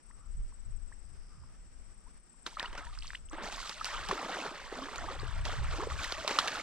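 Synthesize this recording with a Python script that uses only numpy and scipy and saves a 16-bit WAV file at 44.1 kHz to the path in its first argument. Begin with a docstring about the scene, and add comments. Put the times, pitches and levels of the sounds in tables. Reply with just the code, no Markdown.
"""At a pond, a hooked fish thrashes at the surface, louder as it comes nearer; before the strike only small drips.
Slaps are decaying noise bursts, bubbles and gulps are gliding sines, and the churn is crowds of tiny bubbles
over filtered noise. Crickets and grasshoppers sing in the grass as pulsed tones with a gliding pitch.
A breeze buffets the two ports as low noise, and a far bed of air and insects is shaped noise."""
import sys
import numpy as np
from scipy import signal
from scipy.fft import rfft, irfft, next_fast_len
from scipy.io import wavfile
from scipy.ndimage import uniform_filter1d, map_coordinates

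SR = 44100
rng = np.random.default_rng(int(sys.argv[2]) if len(sys.argv) > 2 else 0)


def wrap_up_sound(samples):
    """Save the sound to the file named by the first command line argument, as 16-bit audio."""
    columns = np.atleast_2d(samples).T
    # keep every value between -1 and 1, then stretch to whole-number steps
    tamed = np.clip(columns, -1, 1)
    steps = np.round(tamed * 32767).astype(np.int16)
    wavfile.write(sys.argv[1], SR, steps)


N = 291942  # length in samples

# Far air and insect chorus. Each row: frequency in Hz, gain in dB.
MARSH = [(65, -24), (110, -3.5), (223, -3), (285, -8.5), (479, -13), (1010, -16.5), (1270, -14),
         (2130, -18), (4060, -27), (5650, -17), (6810, -30), (8210, -11.5), (9890, -44), (15600, -46)]
# Likeness of the ports in the far bed. Each row: frequency in Hz, left-right correlation.
MARSH_ALIKE = [(180, 0.12), (1500, 0.32), (5000, 0.094), (8000, -0.11), (15000, 0.061)]
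# Balance of the far bed. Each row: frequency in Hz, left over right in dB.
MARSH_LEAN = [(300, -6.0), (1300, -1.0), (8100, 3.5), (15000, -1.0)]
# A faint mid-pitched murmur. Each row: time in seconds, level in dB before its flicker.
MURMUR = [(0, -85), (.22, -70.5), (.45, -92), (.66, -77), (1, -102), (1.3, -73.5), (1.5, -71), (1.62, -94),
          (2.0, -78), (2.3, -95)]
# Wind at the ports. Each row: time in seconds, buffet in dB, left over right in dB, flutter in dB above buffet.
BREEZE = [(0, -70, 20, -25), (.16, -54, 14.5, -16), (.4, -36, -1, -13), (.58, -50, 2, -18),
          (.72, -41, 10, -6), (.95, -52, 15.5, -12), (1.33, -53, 1.5, -3), (1.9, -49.5, 11, -20),
          (2.4, -61.5, 7, -24), (2.81, -42, 2, -19.5), (3.51, -42.5, 7, -21), (3.72, -61, 5, -5.5),
          (4.05, -46, 6, -15), (4.36, -57, 3, -34), (4.9, -51.5, 2, -8), (5.38, -34, 6.5, -9.5),
          (5.65, -35.5, -2.5, -6.5), (6.03, -45, 11, -0.5), (6.25, -56.5, -6, -0.5)]
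# Spectra of slow eddies and of faster flutter. Each row: frequency in Hz, gain in dB.
BUFFET, FLUTTER = [(8, -8.5), (30, 5), (50, -5.5), (110, -31), (200, -83)], [(35, -34), (60, 3), (110, -3.5), (190, -16.5), (400, -80)]
# Phrases of the near cricket. Each row: first stroke in seconds, strokes, gap in seconds, relative level in dB.
CRICKET = [(.094, 19, .0563, -57), (1.609, 12, .063, -62), (2.573, 7, .0553, -61), (3.034, 19, .0569, -56),
           (5.017, 6, .066, -60), (5.416, 12, .057, -57)]
WARM_UP_DB, WARM_UP_STROKES = 4, 2  # a phrase starts softer by this much, and recovers over so many strokes
# Steady far crickets. Each row: top pitch in Hz, mean strokes a second, mean level in dB.
FAR_CRICKETS = [(8270, 30, -62.5), (7660, 130, -71.5)]
# Rattle of a grasshopper. Each row: time in seconds, level in dB before panning.
BUZZ = [(.95, -88), (1.06, -76), (1.3, -71.5), (1.47, -72), (1.54, -93)]
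TRILL_HZ, TRILL_RATE, TRILL_DB = 5730, 79, -84  # far trill: pitch, pulses a second, level before panning

# Single bubbles and drips. Each row: centre in seconds, pitch in Hz, relative peak in dB, time scale in ms.
BUBBLES = [(.106, 1027, -54, 2.9), (.111, 1764, -57.5, 1.4), (0.525, 1027, -57.5, 2.5),
           (.918, 1000, -52.5, 1.2), (0.926, 1750, -51.5, 2.6), (1.438, 1016, -55.5, 2.9),
           (2.072, 960, -58.5, 9), (2.344, 1005, -61.5, 3.2), (2.465, 1476, -32, 0.65),
           (2.464, 3810, -35, 0.68), (2.53, 930, -50, 2.3), (2.572, 1235, -30, 1.7),
           (2.597, 3464, -20.5, 0.3), (2.598, 998, -33.5, 2), (2.606, 1800, -33.5, 3.2),
           (2.629, 5100, -39, 1), (2.644, 954, -42, 6.8), (2.648, 1900, -45, 4.3), (2.66, 4500, -42.5, 2),
           (2.778, 5200, -42, 1.3), (2.779, 6020, -47, 1.8), (2.87, 1800, -44, 1.9),
           (2.66, 2870, -36.5, 2.9), (2.783, 1446, -39, 3.9), (2.826, 1277, -49, 13),
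           (2.876, 946, -48.5, 10.7), (2.93, 1190, -49.5, 5.2), (2.976, 1360, -43, 0.86),
           (2.989, 4900, -33.5, 0.45), (3.008, 4530, -47, 0.76), (3.024, 2830, -40, 0.67),
           (3.047, 1117, -47, 1.8), (3.056, 2800, -45, 1.2), (3.071, 5870, -35.5, 0.5),
           (3.079, 4430, -37.5, 1.05), (3.105, 1730, -34.5, 1), (3.134, 1473, -36.5, 0.65),
           (3.15, 1860, -33, 1.4), (3.154, 2900, -34.5, 1.5), (3.288, 2900, -48.5, 0.66),
           (3.298, 5950, -45.5, 0.85), (3.314, 1160, -42, 1.7), (3.338, 311, -42.5, 8.5),
           (3.385, 899, -38, 1.8), (3.546, 3600, -37, 1.2), (3.58, 1102, -41.5, 2), (3.945, 1314, -34, 1.8),
           (3.487, 682, -31.5, 1.1), (3.604, 1064, -38.5, 2.6), (3.814, 1264, -28.5, 2.7),
           (3.867, 1435, -32, 2.5), (4.092, 1085, -28, 1.1), (4.099, 186, -40, 8.1),
           (4.113, 1100, -20.5, 1.85), (4.13, 388, -30, 3.8), (4.232, 625, -33, 1), (4.415, 2600, -38, 3.2),
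           (4.371, 801, -28, 0.78), (4.727, 403, -33, 1.7), (4.785, 255, -44.5, 19),
           (4.791, 597, -34.5, 1.9), (4.829, 269.4, -42.5, 12), (4.825, 1120, -36.5, 3.4),
           (4.886, 1093, -35, 1), (4.982, 6500, -31, 0.5), (4.987, 1400, -30.5, 1.6),
           (5.013, 715, -36, 1.8), (5.043, 894, -33.5, 1.1), (5.118, 557, -41.5, 3),
           (5.199, 4370, -29.5, 0.47), (5.234, 406, -37, 2.6), (5.836, 997, -30.5, 2.7),
           (5.873, 454, -26.5, 2.1), (5.911, 1400, -36, 1), (5.921, 1200, -34.5, 1.8),
           (6.022, 1300, -33, 1.6), (6.17, 1253, -40.5, 8.2), (6.047, 1860, -27.5, 1.1),
           (6.19, 642, -42.5, 11), (6.25, 587, -31.5, 3), (6.279, 1036, -25.5, 1.5), (6.295, 1980, -27, 1),
           (6.388, 1243, -16.5, 1.2), (6.39, 4300, -24, 0.88), (6.557, 1400, -31, 1.5),
           (6.598, 2200, -32.5, 1.6)]
# Big air pockets that close. Each row: centre in seconds, pitch in Hz, relative peak in dB, time scale in ms.
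GULPS = [(5.795, 331, -38, 12.7), (5.803, 1011, -36.5, 7.02), (5.828, 427, -37.5, 7.7)]
# Octaves a pitch can climb on each side of its centre, in churned water, in calm water and in a gulp
GLIDE, DRIP_GLIDE, GULP_GLIDE = 0.0951, 0.44, 0.91
# Spells of calm surface. Each row: start in seconds, end in seconds.
CALM = [(0, 2.45), (2.98, 3.316)]
# Thrashes of the fish. Each row: start in seconds, length in seconds, splash level in dB,
# gurgle in dB above splash, spray in dB above splash.
THRASHES = [(2.448, 0.11, -62, -11, 5), (2.569, 0.072, -47.5, -10, -10.5), (2.717, 0.081, -50, -11.5, -13),
            (2.836, 0.022, -58.5, -26, 1.5), (2.914, 0.029, -59, -27, 0.5), (3.01, 0.15, -66, -28, 9.5),
            (3.313, 0.039, -48, -5, -13), (3.364, 0.06, -45.5, -1, -22), (3.417, 0.049, -49.5, -0.5, 3),
            (3.504, 0.061, -51, -9, 2.5), (3.562, 0.15, -48.5, -16, 1), (3.761, 0.12, -52, -15, -0.5),
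            (3.86, 0.048, -44, -21, -4.5), (3.914, 0.22, -46.5, -10, -5), (4.077, 0.17, -44.5, 1.5, -4.5),
            (4.272, 0.19, -43, -1.5, -5.5), (4.53, 0.14, -49.5, -8, -5), (4.703, 0.25, -48.5, 0, -4.5),
            (4.971, 0.17, -48, 0.5, -6), (5.174, 0.22, -50, -11.5, -6.5), (5.439, 0.11, -44.5, -3, -4),
            (5.619, 0.075, -47, -15, -7), (5.696, .13, -46, 1, -3), (5.887, 0.13, -49, -3.5, -1),
            (5.974, 0.15, -44, -24, -1.5), (6.163, 0.19, -45.5, -5.5, -2.5), (6.267, 0.026, -40.5, -4, 0.5),
            (6.337, 0.26, -41.5, -4.5, -3.5)]
RISE_S, SETTLE_DB_PER_S = 0.018, 129  # water boils up fast, then calms
DRIP_STOP_DB_PER_S = 400  # on a calm surface the patter stops short
PLINK_DB = -5.5  # sparse ringing bubbles, against the splash
# Filters for large bubbles, middling bubbles and fine spray. Each row: frequency in Hz, gain in dB.
GURGLE, SPLASH, SPRAY = [(100, -23), (170, -10.5), (280, -10), (450, -7), (800, 0.5), (1300, 4),
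                         (2500, -67)], [(250, -75), (550, -12.5), (800, -12), (1200, -3.5), (1900, -4.5),
                                         (2400, -7.5), (3500, -5), (6000, -27), (12000, -92)], [(900, -41), (2200, -6), (3300, -7.5), (4300, -6.5),
                                                         (5500, -8.5), (7800, -10), (9200, -19.5),
                                                         (12600, -25), (15600, -43)]
# Tail slaps. Each row: time in seconds, relative crack level in dB, thud in dB above it (before a fixed
# 12.5 dB offset), time for the crack to fall 60 dB in seconds.
SLAPS = [(2.465, -25.5, -15, 0.053), (2.598, -30, -24, 0.027), (2.628, -33, -2, 0.012),
         (2.729, -45, 4.5, 0.012), (2.7516, -44.5, 7, 0.0094), (2.7776, -37.5, -7, 0.095),
         (3.332, -56, 18.5, 0.0069), (3.524, -34, -12, 0.11), (3.6941, -25.5, -16.5, 0.03),
         (3.845, -21.5, -46, 0.035), (3.854, -27.5, -47, 0.18), (4.0869, -27.5, -24, 0.082),
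         (4.111, -38.5, 4.5, 0.062), (4.789, -45, -6, 0.013), (4.9583, -30, -39, 0.046),
         (5.4534, -29.5, -18, 0.051), (6.0426, -24.5, -18, 0.031), (6.1225, -14.5, -15, 0.011),
         (6.2777, -17, -16, 0.033), (6.3087, -32, -1.5, 0.037), (6.3877, -14.5, -19, 0.066),
         (6.4755, -22, -19, 0.043), (6.481, -21.5, -17, 0.03)]
# Likeness of the ports for water. Each row: frequency in Hz, left-right correlation.
WATER_ALIKE = [(300, .98), (2000, .94), (5000, .8), (14000, .3)]
# Balance of the water. Each row: frequency in Hz, left over right in dB.
WATER_LEAN = [(1300, -1.1), (2400, 0.5), (4400, -3), (8000, -3), (13000, -4.5)]
# Phase of the water. Each row: frequency in Hz, lag of the left port in radians.
WATER_LAG = [(300, 0.029), (2000, 0.54), (4000, 1.01), (15000, 3.13)]
TOP_HZ = 15760  # band limit

LEFT_RIGHT = np.array([[1], [-1]])  # opposite signs for the two ports


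def amp(db):
    """Logarithmic level: decibels to amplitude gain."""
    return 10 ** (np.asarray(db) / 20)


def unit(x):
    """Normalisation: a signal scaled to rms 1."""
    return x / np.sqrt(np.mean(x ** 2) + 1e-20)


def along(points, hz):
    """Interpolation of (Hz, value) points on a logarithmic frequency axis."""
    f, v = np.transpose(points)
    return np.interp(np.log(hz + 1), np.log(f + 1), v)


def curves(rows):
    """Linear interpolation in time: one value per sample for each column after the time."""
    s, *cols = np.transpose(rows)
    return [np.interp(np.arange(N) / SR, s, c) for c in cols]


def wobble(rate):
    """Random modulation, slow or fast: a smooth curve through `rate` random knots a second."""
    knots = rng.standard_normal(int(N * rate / SR) + 4)
    return map_coordinates(knots, [np.arange(N) * rate / SR])


def filtered(x, response):
    """Linear filtering: the spectrum of x times a complex response of frequency."""
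    m = next_fast_len(N + 8192)
    return irfft(rfft(x, m) * response(np.fft.rfftfreq(m, 1 / SR)), m)[..., :N]


def coloured(x, spectrum):
    """Spectral shaping: x through a table of gains, at rms 1."""
    return unit(filtered(x, lambda hz: amp(along(spectrum, hz))))


def pair(a, b, alike):
    """Partial coherence: two unrelated signals, mixed as sum and difference, give the tabled correlation."""
    def shares(hz):
        turn = np.arccos(np.clip(along(alike, hz), -1, 1)) / 2
        return np.array([np.cos(turn), np.sin(turn)])
    mid, side = filtered(np.array([a, b]), shares)
    return np.array([mid + side, mid - side])


def marsh():
    """Diffuse field: a far, slightly uneven bed of air and insects, in which a faint murmur comes and goes."""
    bed = pair(*coloured(rng.standard_normal((2, N)), MARSH), MARSH_ALIKE)
    bed = filtered(bed, lambda hz: amp(LEFT_RIGHT * along(MARSH_LEAN, hz) / 2))
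    bed_gain = amp(-64.5 + 0.53 * wobble(3.57) + 1.35 * wobble(40))
    murmur = unit(filtered(rng.standard_normal(N), lambda hz: 1 / (1 + ((hz - 1230) / 150) ** 2)))
    murmur_gain = amp(curves(MURMUR)[0] + 2.5 * wobble(24.4))
    return bed_gain * bed + murmur_gain * murmur


def breeze():
    """Turbulent pressure: eddies buffet each port on its own, and a faster flutter rides on them."""
    buffet_db, lean_db, flutter_db = curves(BREEZE)
    level = buffet_db - 0.1 + np.array([lean_db, -lean_db]) / 2

    def lumps(rate, depth_db):
        return amp(depth_db * np.array([wobble(rate), wobble(rate)]))
    low = unit(lumps(8.1, 3.16) * coloured(rng.standard_normal((2, N)), BUFFET))
    fast = unit(lumps(13, 5.4) * coloured(rng.standard_normal((2, N)), FLUTTER))
    return amp(level) * (low + amp(flutter_db) * fast)


def rattle(hz, rate, sweep_hz):
    """Stridulation: fast leg strokes, each a short tone that falls in pitch."""
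    cycle = (rate * np.arange(N) / SR) % 1 - .5
    gate = np.cos(np.pi * cycle) ** 4
    uneven = amp(1.5 * wobble(40))
    phase = 2 * np.pi * np.cumsum(hz - sweep_hz * cycle) / SR + .6 * wobble(700)
    return unit(gate * uneven * np.sin(phase))


def grasshoppers():
    """Pulsed tones: one short rattle, mostly left, and a far central trill that keeps on."""
    near = amp(curves(BUZZ)[0]) * rattle(5080, 83, sweep_hz=1230)
    far = amp(TRILL_DB + 2.1 * wobble(2.7)) * rattle(TRILL_HZ, TRILL_RATE, sweep_hz=890)
    return near * [[1.1], [.3]] + far * [[.8], [.8]]


def stroke(top_hz):
    """Frequency modulation: in one wing stroke the pitch arches up, then drops further as the tone dies."""
    t = np.arange(-.016, .016, 1 / SR)
    pitch = top_hz - np.where(t < 0, 2.4e6, 4.5e6) * t ** 2
    envelope = np.exp(-(t / np.where(t < 0, .009, .01)) ** 4)
    return envelope * np.sin(2 * np.pi * np.cumsum(pitch) / SR)


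def crickets():
    """Stroke trains, louder on the left: the near cricket sings in phrases, far ones keep on with uneven level."""
    beats = np.zeros(N)
    for s, strokes, gap_s, db in CRICKET:
        k = np.arange(strokes)
        soft_db = WARM_UP_DB * np.exp(-k / WARM_UP_STROKES)
        at = np.round((s + k * gap_s) * SR).astype(int)
        beats[at] = amp(db - soft_db + rng.normal(0, 1.8, strokes))
    song = amp(4.0) * signal.fftconvolve(beats, stroke(7950), "same") * amp(0.85 * wobble(400))
    for top_hz, rate, db in FAR_CRICKETS:
        strokes_so_far = np.cumsum(rate * (1 + 0.031 * wobble(1.1))) / SR
        beats = np.diff(np.floor(strokes_so_far), prepend=0)
        far = signal.fftconvolve(beats * amp(db + 3 * wobble(4)), stroke(top_hz), "same")
        song += far * amp(3 * wobble(500))
    return song * [[1], [-.4]]


def calm(s):
    """Surface state: whether the water lies calm at these times."""
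    return sum((a < s) & (s < b) for a, b in CALM)


def blips(s, hz, db, half_ms, glide, size):
    """Damped oscillation: short tones that swell fast, die slower and glide up in pitch."""
    t = (np.arange(size) - size // 3) / SR
    u = t / (half_ms[:, None] / 1000)
    shape = np.exp(-np.where(u < 0, u ** 2, (.7 * np.abs(u)) ** 1.4)) * signal.windows.tukey(size, .4)
    pitch = hz[:, None] * 2 ** (glide[:, None] * np.tanh(u / 2.98))
    tone = amp(db)[:, None] * shape * np.sin(2 * np.pi * np.cumsum(pitch, axis=1) / SR)
    at = np.round(s * SR).astype(int)[:, None] + np.arange(size) - size // 3
    return np.bincount(np.clip(at, 0, N).ravel(), tone.ravel(), N + 1)[:N]


def foam(count, centre_hz, octaves, cycles, spread_db, size):
    """Superposition: a crowd of small bubbles at random times, pitches and strengths."""
    draw = rng.random((count, 3))
    hz = np.clip(centre_hz * 2 ** (octaves * rng.standard_normal(count)), 120, 15000)
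    db = -spread_db * np.log(1.01 - draw[:, 1])  # many weak ones, a few strong
    half_ms = 1000 * cycles * (.5 + draw[:, 2]) / hz
    return unit(blips(draw[:, 0] * N / SR, hz, db, half_ms, np.full(count, .25), size))


def thrashing():
    """Addition of powers: each thrash rises, holds and settles; returns gains of splash, gurgle and spray."""
    start, length, splash_db, gurgle_db, spray_db = np.transpose(THRASHES)
    settle = np.where(calm(start), DRIP_STOP_DB_PER_S, SETTLE_DB_PER_S)
    t = np.arange(0, N + 64, 64) / SR - start[:, None]  # one step per 64 samples
    fall_db = settle[:, None] * np.clip(t - length[:, None], 0, None)
    power = np.clip(t / RISE_S, 0, 1) ** 2 * amp(-2 * fall_db)
    levels_db = np.array([splash_db, splash_db + gurgle_db, splash_db + spray_db])
    gains = np.sqrt(amp(2 * levels_db) @ power)
    return [np.interp(np.arange(N) / 64, np.arange(len(g)), g) for g in gains]


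def churn():
    """Bubble noise: three sizes on rushing water, with ticking drops; froth makes the main layers heave together."""
    splash_gain, gurgle_gain, spray_gain = thrashing()
    heave = .7 * wobble(25) + .6 * wobble(11)

    def hiss(share):
        return share * rng.standard_normal(N)
    large = foam(count=1800, centre_hz=449.8, octaves=0.665, cycles=2.6, spread_db=2, size=900)
    gurgle = coloured(large + hiss(1.1), GURGLE)
    middling = foam(count=4200, centre_hz=1399, octaves=0.761, cycles=2.18, spread_db=1.84, size=420)
    splash = coloured(middling + hiss(1.0), SPLASH)
    drops = foam(count=700, centre_hz=4550, octaves=0.77, cycles=0.33, spread_db=2.5, size=60)
    fine = foam(count=9000, centre_hz=6130, octaves=0.817, cycles=1.6, spread_db=1.5, size=140)
    spray = coloured(fine + 0.36 * drops + hiss(1.0), SPRAY)
    ringing = foam(count=800, centre_hz=1300, octaves=1.1, cycles=6.5, spread_db=1.8, size=900)
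    plinks = coloured(ringing, SPLASH)
    return (amp(PLINK_DB) * splash_gain * plinks
            + gurgle_gain * unit(amp(1.6 * heave) * gurgle)
            + splash_gain * unit(amp(1.2 * heave) * splash)
            + spray_gain * unit(amp(0.63 * heave + .8 * wobble(110)) * spray))


def bubbles():
    """Bubble resonance: pitch climbs little in churned water, more for drips on calm water, most for gulps."""
    s, *rest = np.transpose(BUBBLES)
    glide = np.where(calm(s), DRIP_GLIDE, GLIDE)
    tones = blips(s, *rest, glide, size=4000)
    tones += blips(*np.transpose(GULPS), np.full(len(GULPS), GULP_GLIDE), size=4000)
    return tones * amp(1.5 * wobble(300) + 2 * wobble(1500))  # the trembling surface roughens them


def slaps():
    """Impact: each slap is a burst of ragged cracks; the thud of displaced water lasts longer."""
    crack, thud, t = np.zeros(N + SR), np.zeros(N + SR), np.arange(SR // 8) / SR
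    rise = 1 - np.exp(-t / .0003)
    snap = 1 + 2 * np.exp(-t / 0.001)  # the first contact is the sharpest
    for s, db, thud_db, t60 in SLAPS:
        noise = rng.standard_normal((3, len(t)))
        ragged = amp(2.5 * unit(uniform_filter1d(noise[2], size=30)))
        at = slice(round(s * SR), round(s * SR) + len(t))
        crack[at] += amp(db - 3.5 - 60 * t / t60) * rise * snap * ragged * noise[0]
        thud[at] += amp(db + thud_db + 12.5 - 60 * t / (1.45 * t60)) * rise * noise[1]
    bright = signal.butter(1, [1700, 5500], "bandpass", fs=SR)
    dull = signal.butter(1, [250, 1500], "bandpass", fs=SR)
    fade = signal.butter(2, 7000, fs=SR)
    both = signal.lfilter(*bright, crack[:N]) + signal.lfilter(*dull, thud[:N])
    return signal.lfilter(*fade, both)


def water():
    """Interaural cues: the fish is a little to the right, heard there first; ripple scattering loosens the treble."""
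    near = slaps() + bubbles() + churn()
    cells = signal.stft(near, nperseg=128)[2]
    random_phase = np.exp(2j * np.pi * rng.random(cells.shape))
    scattered = signal.istft(cells * random_phase, nperseg=128)[1][:N]
    both = pair(near, unit(scattered) * near.std(), WATER_ALIKE)

    def placing(hz):
        lean = amp(LEFT_RIGHT * along(WATER_LEAN, hz) / 2)
        return lean * np.exp(-.5j * LEFT_RIGHT * along(WATER_LAG, hz))
    return filtered(both, placing)


def scene():
    """Superposition of marsh, wind, insects and water."""
    return marsh() + breeze() + grasshoppers() + crickets() + water()


def record(dry):
    """Band limiting: nothing above the limit is kept."""
    return filtered(dry, lambda hz: hz < TOP_HZ)


dry = scene()
out = record(dry)
wrap_up_sound(out)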